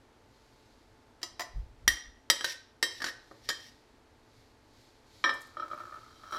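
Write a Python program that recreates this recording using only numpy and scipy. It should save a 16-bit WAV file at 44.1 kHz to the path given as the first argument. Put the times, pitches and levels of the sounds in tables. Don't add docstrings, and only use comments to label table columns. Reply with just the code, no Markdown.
import sys
import numpy as np
from scipy import signal
from scipy.fft import rfft, irfft, next_fast_len
from scipy.io import wavfile

SR = 44100
rng = np.random.default_rng(int(sys.argv[2]) if len(sys.argv) > 2 else 0)


def transcribe(signal):
    frames = np.atleast_2d(signal).T
    limited = np.clip(frames, -1, 1)
    pcm = np.round(limited * 32767).astype(np.int16)
    wavfile.write(sys.argv[1], SR, pcm)


N = 281358
TIME = np.arange(N) / SR
AGE = TIME[:SR * 2 // 5]
SPLIT_HZ = 2600


def from_db(db):
    return 10 ** (np.asarray(db) / 20)


def curve(rows, fade_db_per_s):
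    s, db = np.transpose(rows)
    outside_s = np.abs(TIME - np.clip(TIME, s[0], s[-1]))
    return from_db(np.interp(TIME, s, db) - fade_db_per_s * outside_s)


def strokes(rows, rise_db_per_s, fall_db_per_s):
    levels_db = []
    for s, length_s, db in rows:
        before_s = np.maximum(s - TIME, 0)
        after_s = np.maximum(TIME - s - length_s, 0)
        levels_db.append(db - rise_db_per_s * before_s - fall_db_per_s * after_s)
    return from_db(np.max(levels_db, axis=0))


def coloured(x, spectrum):
    hz, db = np.transpose(spectrum)
    size = next_fast_len(len(x))
    bins_hz = np.maximum(np.fft.rfftfreq(size, 1 / SR), 1)
    gain = from_db(np.interp(np.log(bins_hz), np.log(hz), db))
    y = irfft(rfft(x, size) * gain, size)[:len(x)]
    return y / np.std(y)


def noise(spectrum):
    return coloured(rng.standard_normal(N), spectrum)


def grains(per_s, spread_db):
    sizes = from_db(spread_db * np.minimum(rng.exponential(1, N), 4))
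    return (rng.random(N) < per_s / SR) * sizes * rng.choice([-1, 1], N)


def unit_blow(x):
    return x / np.sqrt(np.mean(x[:SR // 50] ** 2))


def add(track, s, sound):
    start = int(s * SR)
    track[start:start + len(sound)] += sound[:N - start]


def ring(hz, t60_s, db, scatter_db):
    strength = from_db(db + scatter_db * rng.standard_normal(len(hz)))
    phase = 2 * np.pi * rng.random((len(hz), 1))
    pitch_hz = hz * (1 + 0.0013 * rng.standard_normal(len(hz)))
    waves = np.sin(2 * np.pi * pitch_hz[:, None] * AGE + phase)
    return strength @ (waves * from_db(-60 * AGE / t60_s[:, None]))


def damp(modes, ring_share):
    return modes * np.array([[1], [ring_share], [1]])


def swell(rise_s):
    return 1 - np.exp(-AGE / rise_s)


def crowd(spectrum, t60_s, rise_s):
    burst = coloured(rng.standard_normal(len(AGE)), spectrum)
    return unit_blow(burst * from_db(-60 * AGE / t60_s) * swell(rise_s))


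def ping(hz, t60_s):
    return unit_blow(np.sin(2 * np.pi * hz * AGE) * from_db(-60 * AGE / t60_s))


def glass(modes, low_db, high_db, rise_s):
    high = modes[0] > SPLIT_HZ
    low_ring = unit_blow(ring(*modes[:, ~high], scatter_db=1.5) * swell(rise_s))
    high_ring = unit_blow(ring(*modes[:, high], scatter_db=3.5) * swell(rise_s))
    return from_db(low_db) * low_ring + from_db(high_db) * high_ring


def rubbed(slips, modes):
    response = ring(*modes, scatter_db=-3.5)
    return signal.fftconvolve(slips, response / np.linalg.norm(response))[:N]


# frequency in Hz, relative density in dB per Hz.
FLOOR_COLOUR = [(12, -21), (20, -1.5), (121, -2.5), (169, -17.5), (242, -2.5), (433, -9), (638, -10.5),
                (889, -11.5), (1350, -16), (1550, -15.5), (2690, -22.5), (4080, -25), (6720, -30.5),
                (13100, -40.5), (15000, -54.5)]
# frequency in Hz, rms level in dB.
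HUM_TONES = [(439, -75.5), (877, -76.5)]


def room_background():
    hum = sum(from_db(db) * np.sqrt(2) * np.sin(2 * np.pi * hz * TIME) for hz, db in HUM_TONES)
    return from_db(-62.4) * noise(FLOOR_COLOUR) + hum


# time in seconds, level in dB.
PUFF_LEVEL = [(1.5, -65), (1.576, -34.5), (1.69, -55), (1.826, -56.5), (1.858, -43), (1.938, -45.5),
              (2.01, -73), (2.084, -54), (2.2, -75)]
# frequency in Hz, relative density in dB per Hz.
PUFF_SPECTRUM = [(15, -12.5), (28, -3), (52, 1), (80, -9.5), (120, -14), (170, -25.5), (250, -45),
                 (500, -68.5)]


def air_puff():
    return curve(PUFF_LEVEL, fade_db_per_s=300) * noise(PUFF_SPECTRUM)


# start in seconds, length in seconds, level before mix in dB.
ARM_SWISHES = [(.36, 0.4, -72.5), (3.27, .45, -68), (4.36, 0.051, -69.5), (4.79, 0.055, -64.5),
               (5.15, 0.31, -61), (5.7, 0.75, -64.5)]
# frequency in Hz, relative density in dB per Hz.
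RUSTLE_SPECTRUM = [(1200, -25), (2200, -1.5), (2700, -8.5), (3500, -1.5), (4400, 2.5), (5600, -4.5),
                   (7200, -7.5), (8700, -15.5), (13000, -15), (14000, -37)]
# frequency in Hz, relative density in dB per Hz.
RUMBLE_SPECTRUM = [(30, -24.5), (70, -8.5), (110, 3), (165, -16.5), (400, -48)]
SWISH_RISE_DB_PER_S, SWISH_FALL_DB_PER_S = 108, 69.5
SLEEVE_REST_DB = -77


def sleeve_and_arm():
    arm = from_db(SLEEVE_REST_DB) + strokes(ARM_SWISHES, SWISH_RISE_DB_PER_S, SWISH_FALL_DB_PER_S)
    rustle = coloured(grains(per_s=21000, spread_db=4.0), RUSTLE_SPECTRUM)
    rumble = noise(RUMBLE_SPECTRUM)
    return arm * (from_db(-3.0) * rustle + from_db(-6.5) * rumble)


# time in seconds, level before mix in dB.
DRY_TICKS = [(5.338, -55.5), (5.347, -61), (5.407, -60), (5.417, -53), (5.47, -64), (6.312, -62)]
# frequency in Hz, relative density in dB per Hz.
TICK_COLOUR = [(4000, -18.5), (6400, 1), (8200, 1.5), (9400, -3.5), (10400, -2), (12200, -1.5),
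               (13500, -8.5), (15000, -16.5), (17000, -23.5)]


def dry_ticks():
    out = np.zeros(N)
    for s, db in DRY_TICKS:
        add(out, s, from_db(db - 6.0) * crowd(TICK_COLOUR, t60_s=0.033, rise_s=0.00047))
    return out


# time in seconds, low ring in dB, treble in dB, both before mix.
FOOT_GRIND = [(5.75, -43, -77), (5.894, -53, -79), (5.972, -47, -74), (5.998, -54, -81),
              (6.184, -63.5, -70), (6.232, -49.5, -71), (6.302, -48.5, -60.5), (6.326, -32, -49),
              (6.38, -36, -50)]


def grind(modes):
    rows = np.array(FOOT_GRIND)
    damped = damp(modes, 0.35)
    high = modes[0] > SPLIT_HZ
    slips = grains(per_s=220, spread_db=2.0)
    slips = slips / np.std(slips)
    low_slips = slips * curve(rows[:, [0, 1]], fade_db_per_s=85)
    high_slips = slips * curve(rows[:, [0, 2]], fade_db_per_s=78.5)
    low_ring = rubbed(low_slips, damped[:, ~high])
    high_ring = rubbed(high_slips, damped[:, high])
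    return from_db(-3.0) * low_ring + from_db(1.5) * high_ring


# frequency in Hz, relative density in dB per Hz.
THUD_COLOUR = [(140, -35.5), (200, -22), (245, 1), (290, -3.5), (340, 5.5), (390, -5.5), (550, 4),
               (760, -7), (1000, -0.5), (1280, 9.5), (1420, -3), (1750, -9.5), (2400, -17.5), (3500, -36)]
# frequency in Hz, relative density in dB per Hz.
CLATTER_COLOUR = [(2000, -21), (2800, -10), (3250, 13), (3600, -10), (3950, 7.5), (4700, -14), (5300, 1),
                  (5650, -6), (6100, -25), (7300, -23), (7900, -17), (8600, -27), (14000, -42)]


def on_marble(touches, modes, ring_db, knock_db, treble_db, clatter_db, rise_s, ring_share):
    out = np.zeros(N)
    hz, t60_s, db = modes
    damped = np.array([hz, t60_s * np.where(hz < SPLIT_HZ, ring_share, 1), db])
    for s, low_db, high_db in touches:
        dish = glass(damped, low_db + ring_db, high_db + treble_db, rise_s)
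        thud = from_db(low_db + knock_db) * crowd(THUD_COLOUR, t60_s=0.29, rise_s=rise_s)
        clatter = from_db(high_db + clatter_db) * crowd(CLATTER_COLOUR, t60_s=0.11, rise_s=0.00041)
        add(out, s, dish + thud + clatter)
    return out


# time in seconds, ring in dB, treble in dB, both before mix.
PLATE_LANDINGS = [(5.24, -22.5, -30.5), (5.292, -28.5, -38.5)]


def plate_landing(modes):
    return on_marble(PLATE_LANDINGS, modes, ring_db=-1.5, knock_db=-12.5, treble_db=-6.5,
                     clatter_db=-3.0, rise_s=0.00036, ring_share=1.0)


# time in seconds, ring in dB, treble in dB, both before mix.
PLATE_ROCKING = [(5.569, -33.5, -53.5), (5.5971, -29.5, -48), (5.6225, -32, -54), (5.6297, -32, -60),
                 (5.7125, -33.5, -53), (5.7323, -33, -62), (5.8034, -38.5, -64), (5.869, -42.5, -70),
                 (5.9244, -40, -71), (5.9616, -43, -71), (6.0312, -48, -72), (6.2346, -45.5, -58.5),
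                 (6.327, -34.5, -45.5), (6.3615, -32.5, -43.5)]


def plate_rocking(modes):
    return on_marble(PLATE_ROCKING, modes, ring_db=-6.5, knock_db=-25, treble_db=-15,
                     clatter_db=-9, rise_s=0.0014, ring_share=0.53)


# start in seconds, length in seconds, level before mix in dB.
BLADE_SCRAPES = [(2.46, 0.066, -40), (2.91, 0.096, -53.5), (3.06, 0.031, -42.5), (3.45, 0.24, -58)]
# frequency in Hz, relative density in dB per Hz.
CLINK_COLOUR = [(1200, -38.5), (1900, 2), (2400, -9), (3200, -3.5), (3800, -2.5), (4300, -2.5), (4900, -2),
                (5800, 1.5), (6300, -19.5), (9000, -43)]
SCRAPE_RISE_DB_PER_S, SCRAPE_FALL_DB_PER_S = 499.5, 755


def scrape(modes):
    pressure = strokes(BLADE_SCRAPES, SCRAPE_RISE_DB_PER_S, SCRAPE_FALL_DB_PER_S)
    slips = grains(per_s=1700, spread_db=-2.5)
    steel = coloured(slips, CLINK_COLOUR) + from_db(-12) * coloured(slips, TICK_COLOUR)
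    plate = rubbed(slips / np.std(slips) * pressure, modes)
    return from_db(-1.0) * steel * pressure + from_db(-6.5) * plate


# base level in dB for a firm tap, dB gained per dB of force.
LOW_RING, HIGH_RING, THUD = (-32, 0.64), (-35, 0.83), (-40, 0.37)
BLADE_CLINK, EDGE_TICK = (-31.5, 0.92), (-40.5, 1)
EDGE_TILT = 0.28


def at_force(part, force_db):
    firm_db, growth = part
    return firm_db + growth * force_db


def blade(force_db, blade_hz, edge_hz, tone_db, tick_db):
    edge = [(hz, db + EDGE_TILT * force_db * np.log2(hz / 8000)) for hz, db in TICK_COLOUR]
    clink = crowd(CLINK_COLOUR, t60_s=0.04, rise_s=0.0004) + from_db(tone_db) * ping(blade_hz, t60_s=0.08)
    tick = crowd(edge, t60_s=0.054, rise_s=0.00034) + from_db(-3.5) * ping(edge_hz, t60_s=0.11)
    clink_gain = from_db(at_force(BLADE_CLINK, force_db))
    tick_gain = from_db(at_force(EDGE_TICK, force_db) + tick_db)
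    return clink_gain * clink + tick_gain * tick


# time in seconds, force in dB re a firm tap, bowl ring before mix in dB, blade in Hz.
KNOCKS_ON_BOWL = [(1.216, -31.5, -63.5, 4900), (1.23, -8, -46.5, 4884), (1.395, -14, -40.5, 5000),
                  (1.406, -16.5, -41.5, 4660), (1.417, -16.5, -48.5, 5150)]
# frequency in Hz, t60 in seconds, relative level in dB.
BOWL_MODES = [(334, 0.137, -1.5), (651, 0.26, -9.5), (727, 0.18, -4), (950, 0.091, -3), (1007, 0.11, 2.5),
              (1275, 0.26, -6.5), (1800, .08, 1), (1950, 0.084, 4.5), (1996, .1, -2.5), (2830, 0.14, -8),
              (3230, 0.054, -3.5), (3950, 0.092, -4), (4730, 0.08, -4.5), (4900, 0.14, -7),
              (5280, 0.12, -9.5), (6010, 0.065, -5.5)]
# frequency in Hz, relative density in dB per Hz.
BOWL_THUD_COLOUR = [(150, -27), (250, -24), (345, -9), (450, -9.5), (640, -1), (850, -3), (1020, 2.5),
                    (1300, 0), (1600, -5), (2400, -9), (3500, -21)]
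BOWL_EDGE_HZ = 7100


def knife_on_bowl():
    out = np.zeros(N)
    modes = np.transpose(BOWL_MODES)
    for s, force_db, low_db, blade_hz in KNOCKS_ON_BOWL:
        dish = glass(modes, low_db + 0.73, force_db - 32, rise_s=0.0003)
        thud = from_db(low_db - 2.0) * crowd(BOWL_THUD_COLOUR, t60_s=0.055, rise_s=0.0005)
        knife = blade(force_db - 2.5, blade_hz, BOWL_EDGE_HZ, tone_db=-3.5, tick_db=2)
        add(out, s, dish + thud + knife)
    return out


# time in seconds, force in dB re a firm tap, ring over knock in dB,
# extra high ring in dB, contact in Hz, blade in Hz, edge in Hz, share of the free ring time.
TAPS_ON_PLATE = [(1.878, 8, 5, 0.5, 1914, 5780, 12160, 0.61), (2.3, 11.5, -4.5, -2, 1897, 4847, 7880, 0.58),
                 (2.409, -16.5, -1, 6.5, 1670, 4000, 9730, 0.22),
                 (2.444, -1.5, -0.5, 3.5, 1553, 3990, 6640, .42),
                 (2.827, 3, -1.5, 2, 1833, 4540, 8350, 0.91),
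                 (3.003, -27.5, 2.5, 5, 1760, 4480, 8280, 0.84),
                 (3.019, -12, 1, -8, 1675, 4700, 7250, 0.42), (3.042, -8, 1, -2, 1530, 4500, 7040, .35),
                 (3.065, -15, 0.5, -6, 1750, 3924, 7040, 0.4), (3.083, -23, 6, -5, 1688, 5200, 7250, 0.64),
                 (3.312, -44, -5, -8, 1820, 4130, 7010, 1), (3.489, -2, 0, -6.5, 1830, 4930, 7050, 0.6),
                 (3.501, -11.5, 3.5, 6.5, 1670, 5220, 7010, 0.73)]
PRESS_DAMPS_DB, PRESS_TONE_DB = 4.5, 5


def knife_on_plate(modes):
    out = np.zeros(N)
    for s, force_db, ringing_db, extra_high_db, contact_hz, blade_hz, edge_hz, ring_share in TAPS_ON_PLATE:
        pressed = 1 - ring_share
        low_db = at_force(LOW_RING, force_db) + ringing_db
        high_db = at_force(HIGH_RING, force_db) + extra_high_db
        dish = glass(damp(modes, ring_share), low_db - PRESS_DAMPS_DB * pressed, high_db, rise_s=0.0002)
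        contact = from_db(low_db - 2.5 + PRESS_TONE_DB * pressed) * ping(contact_hz, t60_s=0.051)
        softness = np.clip((3 - force_db) / 60, 0, 1)
        body = [(hz, db - 6 * softness * max(np.log2(hz / 500), 0)) for hz, db in THUD_COLOUR]
        thud_gain = from_db(at_force(THUD, force_db) - ringing_db)
        thud = thud_gain * crowd(body, t60_s=0.042, rise_s=0.0012)
        knife = blade(force_db, blade_hz, edge_hz, tone_db=-4.5, tick_db=-0.74)
        add(out, s, dish + contact + thud + knife)
    return out


# band centre in Hz, t60 in seconds, relative echo level in dB.
KITCHEN_ECHO = [(150, 0.2, -7.5), (350, 0.36, -2), (875, 0.48, -7.5), (1850, 0.46, -9), (5060, 0.46, -9.5),
                (9000, 0.28, -6), (14000, 0.15, -10.5)]


def kitchen(x):
    hz, t60_s, echo_db = np.transpose(KITCHEN_ECHO)
    age = TIME[:SR]
    bins_hz = np.maximum(np.fft.rfftfreq(SR, 1 / SR), 1)
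    white = rfft(rng.standard_normal(SR))
    tail = np.zeros(SR)
    for k, share in enumerate(np.eye(len(hz))):
        band = irfft(white * np.interp(np.log(bins_hz), np.log(hz), share), SR)
        fade = from_db(-60 * age / t60_s[k]) * (1 - np.exp(-age / 0.0013))
        tail += from_db(echo_db[k]) * band * fade / np.linalg.norm(fade)
    return signal.fftconvolve(x, tail)[:N]


# frequency in Hz, free t60 in seconds,
# relative level in dB under the knife, on landing, on rocking.
PLATE_MODES = [(336, 0.26, -16, -20, -18), (602.3, 0.12, -38, -25, -7), (1005, 0.14, -28, -7, -23),
               (1070, 0.023, -23, 1.5, -15), (1204.4, 0.12, -28.5, -7.5, -9), (1268, 0.18, -20, -13, 0),
               (1305, 0.081, -18.5, -3.5, 7), (1600, 0.18, -6, -8, -30), (1680, 0.05, -9, -5, -32),
               (1841, 0.19, 10, -3.5, -38), (1785, 0.28, -3.5, -2.5, -23), (1801, 0.15, -1, -3.5, -14.5),
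               (1890, 0.27, -9.5, -34, -51), (2010, 0.042, -12, -42, -50),
               (2320, 0.065, -17.5, -2.5, -15.5), (3172, 0.32, -8, -22, -24), (3166, 0.082, -1, -11, -23),
               (3660, 0.18, -19, -29, -31), (3930, 0.22, -12.5, -19, -18.5), (3770, 0.081, -13, -6, -23.5),
               (4590, .16, -15, -21, -38.5), (5000, 0.056, -16.5, -43, -52), (5224, .22, -10.5, -7.5, -24),
               (5640, .18, -17.5, -11.5, -24), (5680, .18, -19.5, -28, -31), (5860, 0.29, -17.5, -42, -43),
               (5960, 0.11, -16, -44, -58.5), (7930, .12, -18, -29.5, -39), (10260, 0.18, -22, -45, -55),
               (12060, .16, -26, -58, -60)]


def scene():
    plate = np.transpose(PLATE_MODES)
    tapped, landed, rocked = (np.vstack([plate[:2], db]) for db in plate[2:])
    dishes = dry_ticks() + grind(rocked) + plate_landing(landed) + plate_rocking(rocked)
    dishes += scrape(tapped) + knife_on_bowl() + knife_on_plate(tapped)
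    mono = room_background() + air_puff() + sleeve_and_arm() + dishes + kitchen(dishes)
    return np.array([mono, mono])


def gain_control(x, threshold_db, share, release_db_per_s, attack_s):
    level_db = 20 * np.log10(np.abs(x[0]) + 1e-9)
    over_db = np.maximum(level_db - threshold_db, 0) * share
    release_db = release_db_per_s * TIME
    held_db = np.maximum.accumulate(over_db + release_db) - release_db
    pole = np.exp(-1 / (attack_s * SR))
    return x * from_db(-signal.lfilter([1 - pole], [1, -pole], held_db))


CUTOFF_HZ = 15900


def record(dry):
    levelled = gain_control(dry, threshold_db=-11.5, share=0.26, release_db_per_s=2.0, attack_s=0.0051)
    top_cut = signal.ellip(10, 0.1, 80, CUTOFF_HZ, fs=SR, output="sos")
    return signal.sosfilt(top_cut, levelled)


dry = scene()
out = record(dry)
transcribe(out)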